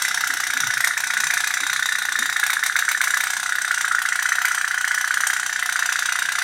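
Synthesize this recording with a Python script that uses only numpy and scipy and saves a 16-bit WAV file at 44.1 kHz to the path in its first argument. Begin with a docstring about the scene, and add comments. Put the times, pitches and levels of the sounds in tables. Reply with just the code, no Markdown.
"""A tin pop-pop boat circles a plastic basin of water on a table, close under a phone in a small room.
Steam bulges the boiler's foil lid and sucks it back about 15 times a second. Each flip is a snap-through
buckling: a short snap, then a bright crinkle as the rest of the foil gives way. The hull resonates, basin
and room reverberate; beneath lie a faint sizzle, a few dull bumps, a low rustle and mains hum."""
import sys
import numpy as np
from scipy import signal
from scipy.fft import rfft, irfft
from scipy.io import wavfile
from scipy.ndimage import uniform_filter1d

SR = 44100
rng = np.random.default_rng(int(sys.argv[2]) if len(sys.argv) > 2 else 0)


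def wrap_up_sound(samples):
    """Save the sound to the file named by the first command line argument, as 16-bit audio."""
    columns = np.atleast_2d(samples).T
    # keep every value between -1 and 1, then stretch to whole-number steps
    tamed = np.clip(columns, -1, 1)
    steps = np.round(tamed * 32767).astype(np.int16)
    wavfile.write(sys.argv[1], SR, steps)


N = 283563
TIME = np.arange(N) / SR


# Spectrum of the crinkling foil. Each row: frequency in Hz, gain in dB.
FOIL_SPECTRUM = [(200, -42), (550, -20.5), (720, -7.5), (1100, 2.5), (1600, 7.5), (2300, 1.5), (2850, -1.5),
                 (3700, 0), (4900, -5), (6000, 0.5), (9600, -2.5), (10700, -11.5), (13000, -9),
                 (15500, -17.5)]
# Resonances of lid and hull. Each row: frequency in Hz, width in Hz, gain in dB.
HULL_MODES = [(722.4, 21, 8), (850, 143, -3), (983, 17, -3.5), (1438, 43, 4), (1483, 27, 5), (1501, 21, 1),
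              (2013, 44, 7.5), (2280, 26, -1.5), (3190, 26, -2.5), (3626, 205, 3.5), (3803, 320, 6.5),
              (4560, 60, -0.5), (4720, 214, 6), (5977, 236, 7.5), (6360, 72, 1), (6730, 170, -3.5),
              (6940, 79, 6), (7160, 130, -10), (7300, 58, 9), (7530, 63, 5), (7980, 280, -3.5),
              (8290, 160, 7.5), (8590, 370, -4.5), (9160, 150, 4.5), (9660, 250, 3), (11320, 250, 6),
              (14650, 470, 11)]

def boat():
    """Source and filter: snaps and crinkles excite the resonances of the tin hull."""
    snaps, crinkles = boiler()
    radiated = band(snaps, 690, 12000, order=6)  # so small a lid radiates almost no bass
    return colour(radiated + colour(crinkles, FOIL_SPECTRUM), modes=HULL_MODES)


# The snap over time: its pitch drifts, and the flutter moves from after to before the core as the boat circles.
# Each row: time in seconds, snap pitch in Hz, flutter lag in seconds.
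LID_TUNING = [(0, 1553, -0.00034), (.7, 1640, 0.00077), (2.5, 1598, 0.0013), (3.2, 1553, 0.00063),
              (3.8, 1580, -0.00055), (5.2, 1570, 0.0014), (6.43, 1563, -0.000047)]

def boiler(snap_db=24, crinkle_db=29, knock_db=-10, knock_lead_s=0.001807, split_hz=5000, glint_hz=10300):
    """Snap-through buckling: each flip of the lid snaps, jolts the hull and crinkles the foil."""
    snaps, broad, fine, tiny = np.zeros((4, N))
    for s, bulge, db, lag_s, foil_db in strokes():
        hz, trail_s = read(LID_TUNING, s)
        add_centred(snaps, s, undb(db) * flip(hz, 0.7 if bulge else 0.65, trail_s))
        add_centred(snaps, s + lag_s - knock_lead_s, undb(foil_db + knock_db) * knock())
        # foil that gives way hard on a bulge strikes the tightened lid a second time
        restrike = bulge * undb(foil_db + 25) * flip(hz * 1.257, 0.17, trail_s)
        for layer, x in zip((snaps, broad, fine, tiny), (restrike, *crinkle(foil_db))):
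            add_centred(layer, s + lag_s, undb(foil_db) * x)
    foil = band(broad, 166, split_hz, order=3) + band(fine, split_hz, glint_hz, order=4)
    foil += band(tiny, glint_hz, SR / 2, order=4)
    return undb(snap_db) * snaps, undb(crinkle_db) * foil


# Push of the steam as the flame flickers. Each row: time in seconds, relative level in dB.
STEAM_PUSH = [(0, -5.3), (.25, 1.86), (.37, -2.5), (.78, 0.7), (1.1, -2.5), (1.3, 0.9), (1.45, -1.4),
              (2.3, 0), (2.6, 2), (3.13, 2.5), (3.27, -5.5), (3.6, -1.06), (3.85, 1.2), (4.7, 0.8),
              (5, 1.8), (5.28, 2.2), (5.42, -4), (5.85, 1), (6.4, -1.45)]
# Strength of the crinkle. Each row: time in seconds, relative level in dB.
FOIL_LEVEL = [(0, 2), (.55, 0.4), (.96, -0.3), (1.33, 3.5), (1.48, 0.3), (2.28, 0), (2.55, 2.5),
              (3.1, 1.65), (3.5, -1), (3.75, -0.4), (4.2, 0.6), (4.66, -1.8), (5.27, 1.4), (5.44, -2),
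              (5.8, -.6), (6.4, 0)]
# Cycles short of steam. Each entry: approximate time in seconds.
MISFIRE_TIMES = [.909, 2.569, 2.698, 2.825, 2.951]
# Relative levels of a misfire in dB: bulge snap, return snap, bulge crinkle, return crinkle.
MISFIRE_LEVELS = (-16.5, -27, -36, -29)

def strokes(usual_cycle_s=.0655, uneven_db=0.86, jitter_s=.0003, stumble_s=.0023, return_lag_s=.002):
    """Pressure drives the lid out and back; yields time, is-bulge, snap dB, crinkle lag, crinkle dB."""
    times = cycle_times()
    misfires = {np.argmin(abs(times - s)) for s in MISFIRE_TIMES}
    for k, (s, chance) in enumerate(zip(times, rng.standard_normal((len(times), 5)))):
        steam, foil = read(STEAM_PUSH, s)[0], read(FOIL_LEVEL, s)[0]
        slack_s = 1 / read(CYCLE_RATE, s)[0] - usual_cycle_s
        hold_s = .0327 + .2 * slack_s + jitter_s * chance[4]  # the lid stays out longer in slow cycles
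        out_snap, out_foil = accent(s)
        back_snap, back_foil = accent(s + hold_s)
        # on a bulge the foil gives way later with more steam and in slow cycles
        lag_s = max(.0039 + .00035 * (steam + out_snap) + .25 * slack_s, 0)
        # the bulge snaps harder; the return crinkles more and feels the steam less
        levels = np.array([-17.5 + steam + out_snap, -21.5 + 0.27 * steam + back_snap,
                           -26.5 + foil + out_foil, -23.5 + foil + back_foil])
        if k in misfires:  # comes late, falls back early and hardly crinkles
            s, hold_s, levels = s + stumble_s, .0252, MISFIRE_LEVELS
        elif k - 1 in misfires:  # comes early; the foil holds out longer, then gives way harder
            s, lag_s = s - stumble_s, lag_s + .0035
            levels[2] += 2.5
        out_db, back_db, out_foil_db, back_foil_db = levels + uneven_db * chance[:4]
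        yield s, True, out_db, lag_s, out_foil_db
        yield s + hold_s, False, back_db, return_lag_s, back_foil_db


# Pace of the engine. Each row: time in seconds, steam cycles per second.
CYCLE_RATE = [(0.0, 16.32), (0.45, 14.95), (0.86, 14.64), (0.91, 15.45), (1.44, 14.64), (1.6, 15.84),
              (1.95, 15.57), (2.0, 14.85), (2.34, 14.37), (2.88, 16.19), (3.2, 15.1), (3.52, 16.28),
              (3.71, 15.64), (3.81, 14.31), (4.15, 14.54), (4.28, 15.74), (4.86, 14.87), (5.2, 15.69),
              (5.76, 15.01), (6.4, 15.25)]

def cycle_times(first_bulge_s=0.0504):
    """Phase is the integral of frequency: the lid bulges at each whole steam cycle."""
    clock = np.arange(-SR // 10, N + SR // 10) / SR
    turns = np.cumsum(read(CYCLE_RATE, clock)[0]) / SR
    turns -= np.interp(first_bulge_s, clock, turns)
    return np.interp(np.arange(-1, int(turns[-1])), turns, clock)


# Extra hard flips. 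Each row: time in seconds, snap boost in dB, crinkle boost in dB.
HARD_FLIPS = [(.806, 4.5, 2), (.84, 2, 5), (.876, 1, 2.5), (1.17, 3, .5), (1.371, 2, -1.5), (1.922, 4.5, 0),
              (2.156, 2.5, -0.5), (2.431, 3, 0.5), (3.711, 3, 2.5), (3.95, 5, 0.5), (4.321, 1.5, 1),
              (4.449, 2.5, 4.5)]

def accent(s, within_s=.015):
    """Amplitude follows excitation: the dB added to snap and crinkle if this flip is a hard one."""
    return next((row[1:] for row in HARD_FLIPS if abs(row[0] - s) < within_s), (0, 0))


def flip(hz, flutter_gain, trail_s, core_s=0.00059, flutter_s=0.0017, rise=0.083, rise_s=0.0012):
    """Tension raises pitch: the tightening lid swings a few strong cycles amid a longer, weaker flutter."""
    t = np.arange(-512, 512) / SR
    detune, late, strength, length, slip = rng.standard_normal(5)
    pitch = hz * np.exp(0.028 * detune + rise * np.tanh(t / rise_s))
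    phase = 2 * np.pi * (np.cumsum(pitch) - np.sum(pitch[t < 0])) / SR
    core = np.sin(phase) * gaussian(t, core_s)
    envelope = gaussian(t - trail_s - 0.00081 * late, flutter_s * np.exp(0.29 * length))
    flutter = np.sin(phase + np.pi / 3 + slip) * envelope  # the rim is out of step with the middle
    return unit(core + flutter_gain * np.exp(0.28 * strength) * flutter)


def knock(hz=960, width_s=0.00067):
    """Recoil: each flip jolts the hull into one low swing, alike every time."""
    t = np.arange(-256, 256) / SR
    return unit(np.sin(2 * np.pi * hz * t) * gaussian(t, width_s))


def crinkle(db, usual_db=-24):
    """Buckling on three scales: broad buckles rattle on, fine ones end sooner, tiny ones glint."""
    fine_db, glint_db = rng.standard_normal(2) * (1.7, 1.3)
    broad = buckles(rise_s=.0018, fall_s=.004, grain_db=1.5, count=100)
    fine = buckles(rise_s=.001, fall_s=.0022, grain_db=3.5, count=50)
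    tiny = buckles(rise_s=.001, fall_s=.0019, grain_db=1.3, count=90, late_s=.001)
    return broad, fine * undb(fine_db), tiny * undb(db - usual_db + glint_db)  # harder is brighter


def buckles(rise_s, fall_s, grain_db, count, late_s=0, size=2048):
    """Crackling noise: impulses of uneven size come thick and fast, then thin out."""
    at = late_s + rise_s * (rng.standard_normal(count) - 1) + fall_s * rng.exponential(size=count)
    sizes = undb(grain_db * np.minimum(rng.exponential(size=count), 3)) * rng.choice([-1, 1], count)
    out = np.zeros(size)
    np.add.at(out, np.clip(size // 2 + at * SR, 0, size - 1).astype(int), sizes)
    return unit(out)


def sizzle(db=-57, lo_hz=9000, grain_db=-2.0):
    """Boiling noise: countless tiny bursts of uneven size fizz faintly in the hot boiler."""
    bursts = rng.standard_normal(N) * undb(grain_db * np.minimum(rng.exponential(size=N), 4))
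    return undb(db) * unit(band(bursts, lo_hz, 20000)) * np.sqrt(N)


# Hull resonances that beam one way. Each row: centre time in seconds, half span in seconds,
# frequency in Hz, width in Hz, gain at the centre time in dB.
HULL_BEAMS = [(0, 2, 5500, 280, 7), (.1, 1, 1100, 220, -7), (1.4, 0.82, 2430, 260, 5),
              (1.8, 1.5, 3020, 350, -5), (2, 1.28, 3790, 400, 5.5), (2.7, 0.56, 2170, 240, 5),
              (2.9, 1.3, 14600, 1800, 3.5), (3.9, 2.3, 8200, 410, 4), (4.6, 1.9, 1920, 160, 4),
              (4.7, 1.5, 3110, 260, 6), (4.75, 1.3, 3640, 483, -11.5), (6.2, 1.1, 4750, 400, 4.5),
              (6.1, 0.94, 2700, 660, 5)]

def turning(x):
    """Directivity: one resonance after another swells or fades as the hull swings past the phone."""
    for s, span_s, hz, width_hz, db in HULL_BEAMS:
        facing = np.cos(np.pi / 2 * np.clip((TIME - s) / span_s, -1, 1)) ** 2
        x = x + (undb(db * facing) - 1) * band(x, hz - width_hz / 2, hz + width_hz / 2, order=1)
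    return x


def reflections(x, basin_db=-7, room_db=-8.5, positions=18):
    """Reverberation depends on position: the echoes of basin and room change as the boat moves round."""
    # the shallow bowl colours what it throws back
    thrown = colour(x, [(750, 0.5), (1150, -5.5), (1600, -1), (3500, 1), (9000, 1), (11500, 3),
                        (15000, -13)])
    out = 0
    for k in range(positions):
        nearness = np.cos(np.pi / 2 * np.clip(TIME / TIME[-1] * (positions - 1) - k, -1, 1))
        basin = undb(basin_db) * diffuse_tail(t60_s=0.12, delay_s=0.0011, build_s=0.0071)
        room = undb(room_db) * diffuse_tail(t60_s=0.53, delay_s=0.01, build_s=0.0087)
        out = out + signal.oaconvolve(thrown * nearness, basin + room)
    add(out, 0, out[N:].copy())  # the boat is already running, so the last ring wraps to the start
    return out[:N]


def diffuse_tail(t60_s, delay_s, build_s, smooth_hz=80, size=16384):
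    """A diffuse field: dense reflections build up and decay, with even energy across the spectrum."""
    t = np.maximum(np.arange(size) / SR - delay_s, 0)
    envelope = (1 - np.exp(-t / build_s)) * undb(-60 * t / t60_s)
    spectrum = rfft(rng.standard_normal(size) * envelope, 2 * size)
    power = uniform_filter1d(np.abs(spectrum) ** 2, int(smooth_hz * 2 * size / SR))
    return unit(irfft(spectrum / np.sqrt(np.abs(power) + 1e-12))[:size] * (t > 0))


# Dull bumps against the basin. Each row: start in seconds, level in dB, pitch in Hz,
# time scale in seconds, level of the table's boom in dB.
BASIN_BUMPS = [(0.291, -51, 292, 0.073, -66), (.53, -51.5, 249, .2, -49), (1.132, -57, 255, .15, -57.5),
               (1.6, -49, 292, 0.065, -61), (2.178, -46, 262, 0.08, -68)]

def bumps(overtone=1.85, overtone_db=-11, boom_hz=126, boom_lag_s=.07, boom_s=0.24):
    """Structure-borne sound: each bump excites the basin and an overtone, then the table under it."""
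    out = np.zeros(N)
    for s, db, hz, scale_s, boom_db in BASIN_BUMPS:
        add(out, s, thud(db, hz, scale_s) + thud(db + overtone_db, hz * overtone, scale_s))
        add(out, s + boom_lag_s, thud(boom_db, boom_hz, boom_s))
    return out


def thud(db, hz, scale_s, width=0.16):
    """A damped resonance: a low, narrow band of noise swells and fades."""
    age = np.arange(int(2 * scale_s * SR)) / (scale_s * SR)
    noise = band(rng.standard_normal(len(age)), hz / (1 + width), hz * (1 + width))
    return unit(noise * age * np.exp(-4 * age)) * undb(db) * np.sqrt(scale_s * SR)


# Spectrum of the room's rustle. Each row: frequency in Hz, relative level in dB.
RUSTLE_SPECTRUM = [(25, -16), (45, -9), (65, -5.5), (130, -2), (280, 0.5), (450, -4), (1000, -26),
                   (4000, -2), (16000, -35)]
# Course of the rustle. Each row: time in seconds, level in dB.
RUSTLE_LEVEL = [(0, -48.5), (.7, -50.5), (1.5, -51.5), (2.5, -52.5), (3.1, -51.5), (3.7, -52.5),
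                (4.6, -55.5), (5.7, -54), (6.2, -53)]

def room_air(hum_hz=120, hum_db=-71, sway_db=2):
    """The ambient noise floor: a faint low rustle that comes and goes, and wavering mains hum."""
    rustle = unit(colour(rng.standard_normal(N), RUSTLE_SPECTRUM)) * np.sqrt(N)
    sway = np.interp(TIME, np.arange(64) / 8, rng.standard_normal(64))
    hum = undb(hum_db + sway_db * sway) * np.sqrt(2) * np.sin(2 * np.pi * hum_hz * TIME)
    return rustle * undb(read(RUSTLE_LEVEL, TIME)[0]) + hum


def colour(x, points=((1, 0), (SR, 0)), modes=(), size=8192):
    """Minimum-phase filtering by a smooth spectrum of (Hz, dB) points and a set of resonances."""
    f = np.arange(size // 2 + 1) * SR / size
    hz, db = np.transpose(points)
    db = np.interp(np.log(f + 1), np.log(hz), db)
    db += sum(lift / (1 + (2 * (f - centre) / width) ** 2) for centre, width, lift in modes)
    cepstrum = irfft(np.log(undb(db)))[:size // 2]
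    cepstrum[1:] *= 2
    return signal.fftconvolve(x, irfft(np.exp(rfft(cepstrum, size))))[:N]


def band(x, lo_hz, hi_hz, order=2):
    """Band-pass filtering."""
    sos = signal.butter(order, [lo_hz, min(hi_hz, SR / 2 - 1)], "band", fs=SR, output="sos")
    return signal.sosfilt(sos, x)


def gaussian(t, width_s):
    """A bell-shaped envelope."""
    return np.exp(-.5 * (t / width_s) ** 2)


def undb(db):
    """Decibels to amplitude ratio."""
    return 10 ** (np.asarray(db) / 20)


def read(table, at):
    """Linear interpolation of a table's columns at the given times."""
    s, *columns = np.transpose(table)
    return np.array([np.interp(at, s, c) for c in columns])


def unit(x):
    """Normalisation to energy 1."""
    return x / np.sqrt(np.sum(x ** 2) + 1e-18)


def add(out, s, x):
    """Superposition of x on out from time s."""
    i = int(round(s * SR))
    a, b = max(i, 0), min(i + len(x), len(out))
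    if b > a:
        out[a:b] += x[a - i:b - i]


def add_centred(out, s, x):
    """Superposition of x on out, centred on time s."""
    add(out, s - len(x) / SR / 2, x)


def scene():
    """Superposition: the boat's direct sound and its echoes, over the bumps and the quiet room."""
    direct = turning(boat() + sizzle())
    return (direct + reflections(direct) + bumps() + room_air())[None]


def record(dry):
    """Band limiting: the phone cuts the treble steeply above 16.1 kHz."""
    return signal.sosfilt(signal.ellip(10, .2, 80, 16100, fs=SR, output="sos"), dry)


dry = scene()
out = record(dry)
wrap_up_sound(out)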